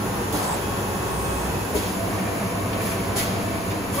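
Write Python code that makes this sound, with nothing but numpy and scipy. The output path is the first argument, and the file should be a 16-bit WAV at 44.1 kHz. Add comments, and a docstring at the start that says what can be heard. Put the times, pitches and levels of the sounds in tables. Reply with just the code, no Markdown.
"""A screen-printing machine runs in a factory hall, over rumble, mains hum, motor whines and leaking air.
At 0.3 s valves puff, the print head clunks into place and a cylinder slides with a thin air whistle.
At 1.7 s come another puff and clunk, and the rumble changes tone as the microphone moves along the machine.
Loose parts knock and rattle on, and the loudest puff comes with a third clunk near 3.2 s.
Just before the end, at 4 s, a last puff escapes and a servo motor starts up."""
import sys
import numpy as np
from scipy import signal
from scipy.fft import rfft, irfft, next_fast_len
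from scipy.io import wavfile
from scipy.ndimage import map_coordinates

SR = 44100
rng = np.random.default_rng(int(sys.argv[2]) if len(sys.argv) > 2 else 0)


def unload_audio(sound):
    """Save the sound as a 16-bit wav file, at the path given as the first command line argument."""
    columns = np.transpose(np.atleast_2d(sound))
    # keep every value between -1 and 1, then stretch to whole-number steps
    steps = np.round(np.clip(columns, -1, 1) * 32767)
    wavfile.write(sys.argv[1], SR, steps.astype(np.int16))


N = 176400  # 4 seconds

# Below, fade_s is the time to die away by 60 dB; gain_db shapes a tone and does not set its level.
# Valve puffs: start_s, level_db, rise_s, hold_s, fade_s, treble_tilt_db_per_octave
VALVE_PUFFS = [(0.324, -29.5, .003, .008, 0.12, 2.5), (.335, -32.5, .01, 0.03, 0.87, 3),
               (0.536, -37, .006, .012, .15, 7), (1.739, -30, .016, .012, 0.41, 1.5),
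               (1.81, -39.5, 0.017, .06, .6, -1.5), (2.788, -33.5, 0.041, 0.1, .3, 5),
               (3.154, -23.5, 0.016, 0.026, 0.32, 2), (3.918, -32, .025, .05, .4, 4)]
# Tone of the vented air: frequency_hz, gain_db
PUFF_TONE = [(300, -4), (1200, -1), (3500, 0), (5500, -1.5), (8000, 1), (10500, 2), (12000, 0), (13500, -4),
             (15500, -5)]
# Tone of the hall's echo of a puff: frequency_hz, gain_db
ECHO_TONE = [(400, 5), (2000, 3), (4000, 0), (7000, -5), (15000, -10)]
# Print head clunks: start_s, level_db, pitch_hz, fade_s, thud_db
HEAD_CLUNKS = [(.331, -24.5, 294, 0.25, -37), (1.743, -21.5, 419.3, 0.2, -24.5),
               (3.164, -26.5, 367, 0.083, -50)]
# Notes that ring together in a clunk: pitch_ratio, gain_db
CLUNK_NOTES = [(.6, -7), (0.721, -5), (1, 1.5), (1.16, -16), (1.45, -4.5), (2.3, -23)]
# Cylinder slide: start_s, level_db, rise_s, hold_s, fade_s, centre_hz, width_octaves
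CYLINDER_STROKES = [(0.332, -31.5, 0.017, 0.2, 0.23, 760, 0.64)]
# Servo harmonics (1, 2, 3 and 4 times its pitch): level_db
SERVO_HARMONICS = [-26, -28, -40, -40]
# Light knocks of guides and stops: start_s, level_db, centre_hz
LIGHT_KNOCKS = [(.338, -31, 900), (.435, -34.5, 5500), (.755, -44, 3400), (1.765, -36, 2600),
                (1.859, -40, 2900), (2.18, -37, 1900), (2.728, -33.5, 2340), (2.915, -35, 1700),
                (3.18, -39, 3600), (3.205, -31.5, 1700), (3.702, -38, 3000)]
# Rattles of loose parts: start_s, length_s, level_db, centre_hz, width_octaves
LOOSE_RATTLES = [(0.391, .11, -31.5, 850, 0.66), (.37, 0.21, -45, 3000, 1), (1.78, .12, -44, 3000, 0.55),
                 (2.246, 0.36, -43, 1780, 0.46), (2.743, 0.21, -40, 1880, 0.51), (3.4, .4, -47, 1900, .6)]
# Hums and whines of motors and air lines: start_s, end_s, pitch_hz, width_hz, level_db
WHINE_TONES = [(-.2, 4.2, 100, 4, -38), (-.2, 4.2, 199, 12, -41.5), (.5, 1.9, 199, 8, -39),
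               (1.08, 1.53, 62, 16, -36.5), (.5, 1.6, 546, 4, -44), (-.2, .55, 1092, 8, -45),
               (.68, 1.45, 1092, 9, -38.5), (-.2, .6, 2562, 14, -52), (.6, 1.9, 2562, 20, -49),
               (1.2, 1.67, 2545, 30, -48), (.6, .85, 3290, 60, -50), (.85, 1.5, 3290, 90, -55),
               (1.93, 3.7, 666, 5, -39), (1.95, 2.12, 672, 15, -36), (2.2, 4.2, 917, 6, -49),
               (2.2, 4.2, 1019, 6, -46), (2.0, 3.7, 1118, 6, -46), (2.3, 4.2, 2620, 10, -53),
               (2.3, 4.2, 3976, 10, -60), (2.3, 4.2, 4480, 10, -59), (2.3, 4.2, 4631, 10, -61),
               (2.3, 4.2, 6833, 10, -61), (2.1, 4.2, 10575, 40, -56), (.9, 1.75, 7995, 20, -51),
               (1.08, 1.47, 7995, 5, -38)]
# Tone of the leaking air: frequency_hz, gain_db
LEAK_TONE = [(4000, -8), (5500, -1.5), (6500, 0), (9200, .5), (10500, 3), (12000, 1), (13500, -1.5),
             (15500, -1)]
# Loudness of the leak: time_s, level_db
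LEAK_LEVELS = [(0, -37), (1.3, -36), (2, -36), (2.6, -38), (4, -38.5)]
# Tone of the hall's rumble at the microphone's first spot: frequency_hz, gain_db
FIRST_SPOT_TONE = [(20, -34), (35, -17), (55, -4), (80, -5), (104, -5), (140, -7), (190, -0.5), (240, -6),
                   (290, -4.5), (370, -5.5), (480, -7), (620, -10.5), (830, -9.5), (1080, -11.5),
                   (1300, -15.5), (1700, -16.5), (2300, -22.5), (3400, -25.5), (5000, -30.5), (7400, -35),
                   (10000, -107.5)]
# The same at its second spot: frequency_hz, gain_db
SECOND_SPOT_TONE = [(20, -30), (35, -19), (60, -4.5), (80, -4), (104, 0), (145, -9.5), (190, 1.5),
                    (240, -7.5), (290, -4), (370, -9), (470, -8), (530, -11.5), (590, -8.5), (720, -9),
                    (830, -14.5), (1050, -10.5), (1300, -17), (1800, -18), (2400, -21.5), (3400, -27.5),
                    (5000, -31), (8000, -41), (11000, -78)]
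# Peaks and dips made by sound bouncing between metal plates: frequency_hz, depth_db
PLATE_RIPPLE = [(2000, 4.2), (7000, 3.2), (10000, 1.3)]
# Stereo width, low for centred and high for wide: frequency_hz, side_minus_mid_db
STEREO_WIDTH = [(60, -15), (150, -16), (350, -9), (700, -3.5), (1100, -3), (1700, 1.5), (3000, -1.5),
                (5500, 0), (6600, -10), (7400, -1.5), (8000, 16), (8700, 52), (9700, -5.5), (11000, -16),
                (12200, -1), (13400, 31), (14600, 3), (15400, -18)]


def valves(pivot_hz=6000, echo_db=-5, echo_rise_s=.029, echo_fade_s=1):
    """Valves vent sputtering puffs of air, and the hall answers each with a duller echo."""
    puffs, echo_power, ring = np.zeros((2, N)), np.zeros(N), plates()
    for start, db, rise, hold, fade, tilt in VALVE_PUFFS:
        air = noise(lambda hz: amp(along(PUFF_TONE, hz) + tilt * np.log2((hz + 500) / pivot_hz))
                    * ring(hz))
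        puffs += amp(db) * envelope(start, rise, hold, fade) * air
        echo_power += (amp(db + echo_db) * envelope(start, echo_rise_s, hold, echo_fade_s)) ** 2
    sputter = amp(wobble(rate_hz=70))
    echo = np.sqrt(echo_power) * noise(lambda hz: amp(along(ECHO_TONE, hz)) * ring(hz))
    return puffs * sputter + echo


def clunks(rise_s=.011, rattle_db=-5, thud_hz=69.3, thud_fade_s=.33):
    """The print head meets a padded stop: its carriage rings and rattles, and the frame thuds."""
    out = np.zeros((2, N))
    for start, db, hz, fade, thud_db in HEAD_CLUNKS:
        t = clock() - start
        ring = unit(sum(amp(gain) * sine_pair(hz * ratio * t) for ratio, gain in CLUNK_NOTES))
        rattle = amp(rattle_db) * noise(band(hz, octaves=.32))
        out += amp(db) * envelope(start, rise_s, 0, fade) * (ring + rattle)
        out += amp(thud_db) * envelope(start, rise_s, 0, thud_fade_s) * np.sin(2 * np.pi * thud_hz * t)
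    return out


def cylinder():
    """A slide rubs and judders along its guides."""
    rub = sum(amp(db) * envelope(start, rise, hold, fade) * noise(band(hz, octaves))
              for start, db, rise, hold, fade, hz, octaves in CYLINDER_STROKES)
    return rub * amp(wobble(rate_hz=90))


def whistle(start_s=.32, level_db=-32.5, pitch_hz=8450, fall_hz_per_s=2400):
    """Air squeezes through a narrow valve; its hissy whistle sinks in pitch as the pressure falls."""
    jet = noise(band(pitch_hz, octaves=.07))
    glide = np.exp(-1j * np.pi * fall_hz_per_s * (clock() - start_s) ** 2)
    falling_jet = np.real(signal.hilbert(jet) * glide)  # slides every frequency down together
    return amp(level_db) * envelope(start_s, rise_s=.18, hold_s=.045, fade_s=.12) * falling_jet


def servo(start_s=3.968, pitch_hz=540, climb_hz_per_s=1540, rise_s=.016):
    """A motor spins up with a rising whine."""
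    t = np.maximum(clock() - start_s, 0)
    cycles = pitch_hz * t + climb_hz_per_s * t ** 2 / 2
    tone = sum(amp(db) * sine_pair(k * cycles) for k, db in enumerate(SERVO_HARMONICS, 1))
    return np.sqrt(2) * np.minimum(t / rise_s, 1) * tone


def knocks():
    """Small metal parts touch and ring briefly."""
    out, ring = np.zeros((2, N)), plates()
    for start, db, centre in LIGHT_KNOCKS:
        metal = noise(lambda hz: band(centre, octaves=.6)(hz) * ring(hz))
        out += amp(db) * envelope(start, rise_s=.005, hold_s=0, fade_s=.15) * metal
    return out


def rattles(taps_per_s=55):
    """Loose parts chatter in uneven runs of tiny taps."""
    out, ring = np.zeros((2, N)), plates()
    for start, length, db, centre, octaves in LOOSE_RATTLES:
        taps = rng.random((40, 2))[:int(length * taps_per_s) + 1]
        power = sum(size * envelope(start + (k + late) / taps_per_s, .001, 0, fade_s=.09) ** 2
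                    for k, (late, size) in enumerate(taps))
        chatter = np.sqrt(power * length * SR / power.sum())
        out += amp(db) * chatter * noise(lambda hz: band(centre, octaves)(hz) * ring(hz))
    return out


def whines(ramp_s=.08, scattered_share=.27):
    """Motors and air lines hum and whine; the hall scatters part of each tone, so it wavers."""
    out = np.zeros((2, N))
    for start, end, hz, width, db in WHINE_TONES:
        gate = np.clip(np.minimum(clock() - start, end - clock()) / ramp_s + .5, 0, 1)
        on = gate > 0
        t = clock()[on]
        for channel in range(2):
            real, imag = (smooth(points, 2 * width * t) for points in rng.standard_normal((2, 500)))
            waver = 1 + scattered_share * (real + 1j * imag)  # shakes both loudness and pitch
            tone = np.real(waver * np.exp(2j * np.pi * (hz * t + rng.random())))
            out[channel, on] += amp(db) * gate[on] * unit(tone)
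    return out


def air_leak(flutter_db=.5):
    """Compressed air hisses out all the time inside the machine."""
    ring = plates()
    level_db = np.interp(clock(), *np.transpose(LEAK_LEVELS)) + flutter_db * wobble(rate_hz=16)
    return amp(level_db) * noise(lambda hz: amp(along(LEAK_TONE, hz)) * ring(hz))


def hall_rumble(level_db=-26.5, flutter_db=.45, ripple_db=1.7, ripple_step_hz=20):
    """Many machines rumble through the ringing hall; the tone changes as the microphone moves."""
    def spot(tone):
        ripple = rng.standard_normal(4000)
        return noise(lambda hz: amp(along(tone, hz) + ripple_db * smooth(ripple, hz / ripple_step_hz)))
    first = np.sqrt(1 - move_progress()) * spot(FIRST_SPOT_TONE)
    second = np.sqrt(move_progress()) * spot(SECOND_SPOT_TONE)
    return (first + second) * amp(level_db + flutter_db * wobble(rate_hz=14))


def plates(step_hz=38):
    """Sound bounces between metal plates: a filter with many narrow, random peaks."""
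    ripple = rng.standard_normal(1000)
    return lambda hz: amp(along(PLATE_RIPPLE, hz) * smooth(ripple, hz / step_hz))


def move_progress(midway_s=1.844, length_s=.34):
    """How far the microphone has moved: 0 at the first spot, 1 at the second."""
    return np.clip((clock() - midway_s) / length_s + .5, 0, 1)


def microphone_turn(pair, first_lag_s=7e-5, second_lag_s=3.2e-6):
    """As the microphone turns, the left side lags less: the sound drifts from the right to near centre."""
    shift = (first_lag_s + (second_lag_s - first_lag_s) * move_progress()) * SR / 2
    return np.array([map_coordinates(x, [np.arange(N) - sign * shift], mode="mirror")
                     for x, sign in zip(pair, (1, -1))])


def spread(pair):
    """Mix two signals into left and right, with a stereo width for each frequency."""
    angle = lambda hz: np.arctan(amp(along(STEREO_WIDTH, hz)))
    mid, side = filtered(pair, lambda hz: np.array([np.cos(angle(hz)), np.sin(angle(hz))]))
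    return np.array([mid + side, mid - side])


def amp(db):
    """Turn decibels into a multiplier."""
    return 10 ** (np.asarray(db) / 20)


def unit(x):
    """Scale to an average strength (rms) of 1."""
    return x / np.sqrt(np.mean(x ** 2) + 1e-20)


def clock():
    """Time of each sample in seconds."""
    return np.arange(N) / SR


def along(table, hz):
    """Read between a table's rows on a log frequency scale."""
    frequencies, values = np.transpose(table)
    return np.interp(np.log(hz + 1), np.log(frequencies + 1), values)


def smooth(points, positions):
    """Read a smooth, looping curve through the points."""
    return map_coordinates(points, [positions], mode="wrap")


def wobble(rate_hz):
    """A smooth random curve that swings by about 1."""
    return smooth(rng.standard_normal(2000), clock() * rate_hz)


def filtered(x, gain_at):
    """Turn each frequency up or down by gain_at(hz)."""
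    size = next_fast_len(N + SR // 2)
    return irfft(rfft(x, size) * gain_at(np.fft.rfftfreq(size, 1 / SR)), size)[..., :N]


def noise(gain_at):
    """Two unrelated filtered noises of strength 1."""
    return unit(filtered(rng.standard_normal((2, N)), gain_at))


def sine_pair(cycles):
    """Two sine waves, each starting at a random point in its cycle."""
    return np.sin(2 * np.pi * (cycles + rng.random((2, 1))))


def band(centre_hz, octaves):
    """A bell-shaped filter."""
    return lambda hz: np.exp(-.5 * (np.log2((hz + 1) / centre_hz) / octaves) ** 2)


def envelope(start_s, rise_s, hold_s, fade_s):
    """Loudness over time: rise, hold, die away."""
    t = clock() - start_s
    return np.clip(t / rise_s, 0, 1) * amp(-60 * np.maximum(t - rise_s - hold_s, 0) / fade_s)


def scene():
    """The machine and the hall behind it, in stereo."""
    rumble = microphone_turn(spread(hall_rumble()))
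    machine = (air_leak() + whines() + valves() + clunks() + knocks() + rattles()
               + cylinder() + whistle() + servo())
    return rumble + spread(machine)


def record(dry, top_hz=15600):
    """Cut off the very highest treble."""
    return filtered(dry, lambda hz: hz < top_hz)


dry = scene()
out = record(dry)
unload_audio(out)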